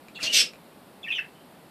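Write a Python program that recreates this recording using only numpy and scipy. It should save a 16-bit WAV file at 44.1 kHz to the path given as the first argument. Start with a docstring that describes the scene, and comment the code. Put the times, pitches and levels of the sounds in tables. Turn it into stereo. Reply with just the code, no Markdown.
"""A low room rumble under faint hiss, then a beak or claw tick and a quick warble of caged budgerigars.
The warble's sliding whistled notes mix with a short rasp and break into a loud, harsh two-part squawk,
with a soft flutter of wings; more cage ticks and a second warble follow. Notes are swept tones, squawks
jittering tones with pulsed noise, wings puffs of noise, ticks ringing cage modes; all but the rumble and
hiss pass through a small wood-lined room."""
import sys
import numpy as np
from scipy import signal
from scipy.fft import rfft, irfft, next_fast_len
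from scipy.io import wavfile
from scipy.ndimage import map_coordinates

SR = 44100
rng = np.random.default_rng(int(sys.argv[2]) if len(sys.argv) > 2 else 0)


def pcm_store(signal):
    """Save signal as 16-bit PCM."""
    levels = np.round(np.clip(np.atleast_2d(signal), -1, 1) * 32767)
    wavfile.write(sys.argv[1], SR, levels.astype(np.int16).T)


N = 74970
T = np.arange(N) / SR  # time in s


def amp(db):
    """Decibels to gain."""
    return 10 ** (np.asarray(db) / 20)


def unit(x):
    """Scale to rms 1."""
    return x / np.sqrt(np.mean(x ** 2) + 1e-20)


def along(points, hz):
    """Read (Hz, value) points on a log frequency axis."""
    point_hz, values = np.transpose(points)
    return np.interp(np.log(hz + 1), np.log(point_hz + 1), values)


def wobble(rate):
    """A smooth random curve, rate knots a second."""
    knots = rng.standard_normal(N // 8)
    return map_coordinates(knots, [T * rate], mode="wrap")


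def filtered(x, response):
    """Apply a response of frequency, padded so that the end does not wrap onto the start."""
    size = next_fast_len(N + SR // 2)
    spectrum = rfft(x, size) * response(np.fft.rfftfreq(size, 1 / SR))
    return irfft(spectrum, size)[..., :N]


def coloured(x, points):
    """Shape x with an equaliser curve of (Hz, dB) points, at rms 1."""
    return unit(filtered(x, lambda hz: amp(along(points, hz))))


def envelope(start, length, attack, release):
    """Smooth attack, hold, smooth release."""
    rise = np.clip((T - start) / attack, 0, 1)
    fall = np.clip((start + length - T) / release, 0, 1)
    return np.sin(np.pi / 2 * rise * fall) ** 2


def pan(db):
    """Left and right gains from the left minus right level."""
    return amp(np.array([[db], [-db]]) / 2)


def room(x, direct_db, lag_s=0):
    """Direct sound, near wall reflections and a short decaying tail, different at each ear."""
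    # Reverb decay: pitch_hz, t60_s
    decay_times = [(300, 0.67), (1600, 0.2), (2600, 0.19), (5000, 0.16), (12000, 0.15)]
    first_wall_s, last_wall_s, walls_db, tail_db = 0.0018, 0.014, -5, 1.5
    hz, t, noise = signal.stft(rng.standard_normal((2, SR // 3)), SR, nperseg=256)
    decay = amp(-60 * t / along(decay_times, hz)[:, None])
    tail = signal.istft(noise * decay, SR, nperseg=256)[1]
    tail = tail * (np.arange(tail.shape[1]) > first_wall_s * SR)
    answer = amp(tail_db) * tail / np.linalg.norm(tail[0])
    for ear in answer:
        delays = rng.uniform(first_wall_s, last_wall_s, size=8)
        ear[(delays * SR).astype(int)] += amp(walls_db) / np.sqrt(len(delays))
    # A positive lag makes the direct sound reach the left ear later
    for ear, lag in zip(answer, (lag_s, -lag_s)):
        ear[round(max(lag, 0) * SR)] += amp(direct_db)
    return signal.fftconvolve(x[None], answer, axes=1)[:, :N]


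def background():
    """Steady noise: a rumble much alike on both sides, under a faint wide hiss."""
    # Spectrum of rumble and hiss: pitch_hz, relative level_db
    floor_colour = [(25, -30.5), (60, -19.5), (108, -13.5), (175, -3.5), (270, -4), (360, -7), (520, -8),
                    (720, -8), (1300, -14), (1900, -18), (4500, -22.5), (6200, -33.5), (8500, -27),
                    (13000, -26.5), (14800, -31.5)]
    # Left-right likeness: pitch_hz, correlation (0-1)
    floor_alike = [(50, .3), (150, 0.8), (500, 0.54), (1500, 0.074), (8000, 0.033)]
    floor_db, floor_pan_db = -50, -2

    def mid_side_gains(hz):
        """Split the power between mid and side to set the left-right correlation."""
        turn = np.arccos(np.clip(along(floor_alike, hz), -1, 1)) / 2
        return np.array([np.cos(turn), np.sin(turn)])

    mid, side = filtered(rng.standard_normal((2, N)), mid_side_gains)
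    stereo = np.array([mid + side, mid - side])
    return amp(floor_db) * pan(floor_pan_db) * coloured(stereo, floor_colour)


def ticks():
    """Beaks and claws: tiny hard contacts ring the cage's decaying modes for an instant."""
    # Contacts: start_s, level_db before modes and room
    contacts = [(0.0844, -42), (0.5354, -42.5), (0.5571, -50.5)]
    # Cage resonances: pitch_hz, relative level_db, t60_s
    cage_modes = [(2460, -2, .012), (2580, -2, 0.007), (4000, -6.5, .011), (5050, -10, 0.0058),
                  (6950, -7, 0.0045)]
    out = np.zeros(N)
    for start, db in contacts:
        age = np.maximum(T - start, 0)
        for hz, mode_db, t60 in cage_modes:
            ring = np.sin(2 * np.pi * hz * age)
            out += amp(db + mode_db - 60 * age / t60) * ring
    return room(out, direct_db=2)


def puffs(events, width, colour):
    """Soft bell-shaped swells of coloured noise."""
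    level = sum(amp(db) * np.exp(-((T - centre) / width) ** 2) for centre, db in events)
    return level * coloured(rng.standard_normal(N), colour)


def wings():
    """Each wingbeat pushes a soft low puff of air, and brushing feathers add brighter noise."""
    # Wingbeats: centre_s, level_db before room and pan
    wingbeats = [(0.237, -44.5), (.288, -52), (.345, -45), (.382, -50), (.425, -52.5)]
    # Spectrum of the air puffs: pitch_hz, relative level_db
    wing_colour = [(90, -47), (165, -2), (260, 0.5), (400, 0.5), (600, 5), (800, -11.5), (1500, -27.5)]
    # Feathers brushing: centre_s, level_db before room and pan
    rustles = [(.232, -43.5), (.322, -43)]
    # Spectrum of the feathers: pitch_hz, relative level_db
    feathers = [(700, -30), (1600, -4.5), (4000, 0), (9000, -9), (14000, -22)]
    beat_width_s, rustle_width_s = 0.015, 0.028
    beating = puffs(wingbeats, beat_width_s, wing_colour)
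    brushing = puffs(rustles, rustle_width_s, feathers)
    return room(beating + brushing, direct_db=1.5) * pan(-2)


def syrinx(pitch, partials):
    """The bird's voice organ: a tone with overtones that follows a pitch curve, at rms 1."""
    phase = 2 * np.pi * np.cumsum(pitch) / SR
    return unit(sum(amp(db) * np.sin(round(multiple) * phase) for multiple, db in partials))


def warble():
    """Nearly pure notes, each a quick, slightly unsteady slide with faint turbulent air."""
    # Whistled notes: start_s, length_s, start_pitch_hz, end_pitch_hz, level_db before trim, room and pan,
    # pitch unsteadiness (share of pitch), octave overtone level_db relative to the fundamental
    notes = [(0.146, 0.026, 3480, 3900, -45.5, 0.099, -16), (0.155, 0.018, 2874, 2517, -42, .06, -44),
             (0.185, 0.0096, 2007, 1490, -41, 0.093, -47), (0.201, .025, 2912, 2310, -38, 0.0275, -40),
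             (0.263, 0.0221, 2787, 2815, -33, 0.011, -30), (0.295, 0.0123, 2980, 2926, -27, 0.0052, -49),
             (0.312, 0.0122, 2860, 2804, -29, 0.014, -33), (1.029, 0.0086, 3670, 3190, -38.5, 0.0065, -26),
             (1.039, 0.028, 2790, 2180, -40, .025, -27), (1.064, 0.0128, 1980, 1715, -37, 0.0227, -38),
             (1.081, 0.019, 2845, 2570, -34, 0.036, -26.5), (1.103, 0.021, 2728, 2362, -26, .02, -52),
             (1.12, 0.013, 3485, 3387, -29, 0.039, -42), (1.145, 0.011, 3450, 2900, -29.5, .03, -29),
             (1.157, 0.0208, 3160, 2662, -34, .03, -20.5), (1.182, 0.015, 2712, 2600, -27.5, 0.024, -32),
             (1.179, .010, 2375, 1390, -29.5, .03, -36), (1.349, .025, 3103, 2900, -63, 0.033, -37),
             (1.393, 0.0277, 3190, 2854, -62, .03, -38)]
    # Spectrum of the turbulent air: pitch_hz, relative level_db
    air_colour = [(1000, -14), (2500, 10), (4200, -2), (5400, -7), (7000, -13.5), (13000, -15)]
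    fade_s, waver_hz = 0.0033, 597  # fade at each end; speed of the unsteadiness
    air_db, trim_db, pan_db = -21, 0.5, -4
    out = np.zeros((2, N))
    air = amp(air_db) * coloured(rng.standard_normal(N), air_colour)
    for start, length, from_hz, to_hz, db, waver, octave_db in notes:
        slide = np.interp(T, [start, start + length], [from_hz, to_hz])
        pitch = slide * (1 + waver * wobble(waver_hz))
        voice = syrinx(pitch, [(1, 0), (2, octave_db)]) + air
        note = amp(db) * envelope(start, length, fade_s, fade_s) * voice
        out += room(note, direct_db=-2, lag_s=0.00035)
    return amp(trim_db) * out * pan(pan_db)


def squawks():
    """The voice driven into chaos: a jittering tone and turbulence, pulsing unevenly through the throat."""
    # Harsh calls: start_s, length_s, attack_s, start_pitch_hz, end_pitch_hz, level_db before room and pan,
    # roughness (0-1), brightness tilt (dB per octave), left minus right pan_db before the stereo lean
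    calls = [(0.219, .049, 0.025, 3700, 3000, -28.5, 0.72, -3, -0.5),
             (0.2291, 0.0045, 0.0002, 3400, 3200, -20.5, 0.75, -2.5, 7.5),
             (.314, .065, 0.027, 2778, 3080, -17.5, 0.88, .5, 0),
             (.381, 0.032, 0.0033, 2862, 2480, -16.5, 0.39, -2, -1)]
    # Overtones of the tone: multiple of the pitch, relative level_db
    harsh_partials = [(1, -10), (2, 2.5), (3, 1), (4, 4.5)]
    # Throat and beak spectrum: pitch_hz, relative level_db before each call's tilt
    throat = [(700, -62), (1050, -35), (1500, -19), (2000, -11.5), (2500, -1.5), (3000, 0.5), (3600, -1),
              (4300, 0), (4700, -2), (5450, -1), (6300, -3.5), (7100, -12), (8400, -8), (10000, -22),
              (12700, -18), (14500, -39)]
    # Stereo lean: pitch_hz, left minus right level_db
    stereo_lean = [(1200, -4.5), (2500, -3), (4300, 0.5), (7500, 0), (13000, 1.5)]
    release_s = 0.0019
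    jitter, jitter_hz = 0.03, 1507  # chaotic pitch swings (share of pitch) and their speed
    rasp_hz, rasp_scatter, rasp_db = 391.7, 0.4543, 6.5  # pulse rate, its unevenness (share), swing each way
    shudder_db, shudder_hz = 1, 168.4  # slower random unevenness of strength
    out = np.zeros((2, N))
    for start, length, attack, from_hz, to_hz, db, rough, tilt_db, pan_db in calls:
        slide = np.interp(T, [start, start + length], [from_hz, to_hz])
        pitch = slide * (1 + jitter * wobble(jitter_hz))
        tone = np.sqrt(1 - rough) * syrinx(pitch, harsh_partials)
        turbulence = np.sqrt(2 * rough) * rng.standard_normal(N)
        cycles = np.cumsum(rasp_hz * (1 + rasp_scatter * wobble(rasp_hz))) / SR
        rasp = rasp_db * np.sin(2 * np.pi * cycles)
        pulsing = amp(rasp + shudder_db * wobble(shudder_hz))
        tilted_throat = [(hz, level + tilt_db * np.log2(hz)) for hz, level in throat]
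        voice = coloured((tone + turbulence) * pulsing, tilted_throat)
        call = amp(db) * envelope(start, length, attack, release_s) * voice
        out += room(call, direct_db=-5, lag_s=-0.0004) * pan(pan_db)
    return filtered(out, lambda hz: amp(np.outer([0.5, -0.5], along(stereo_lean, hz))))


def scene():
    """All the birds and their room."""
    return background() + ticks() + wings() + warble() + squawks()


def record(dry):
    """Cut everything from the band limit upward."""
    top_hz = 14850
    return filtered(dry, lambda hz: hz < top_hz)


dry = scene()
out = record(dry)
pcm_store(out)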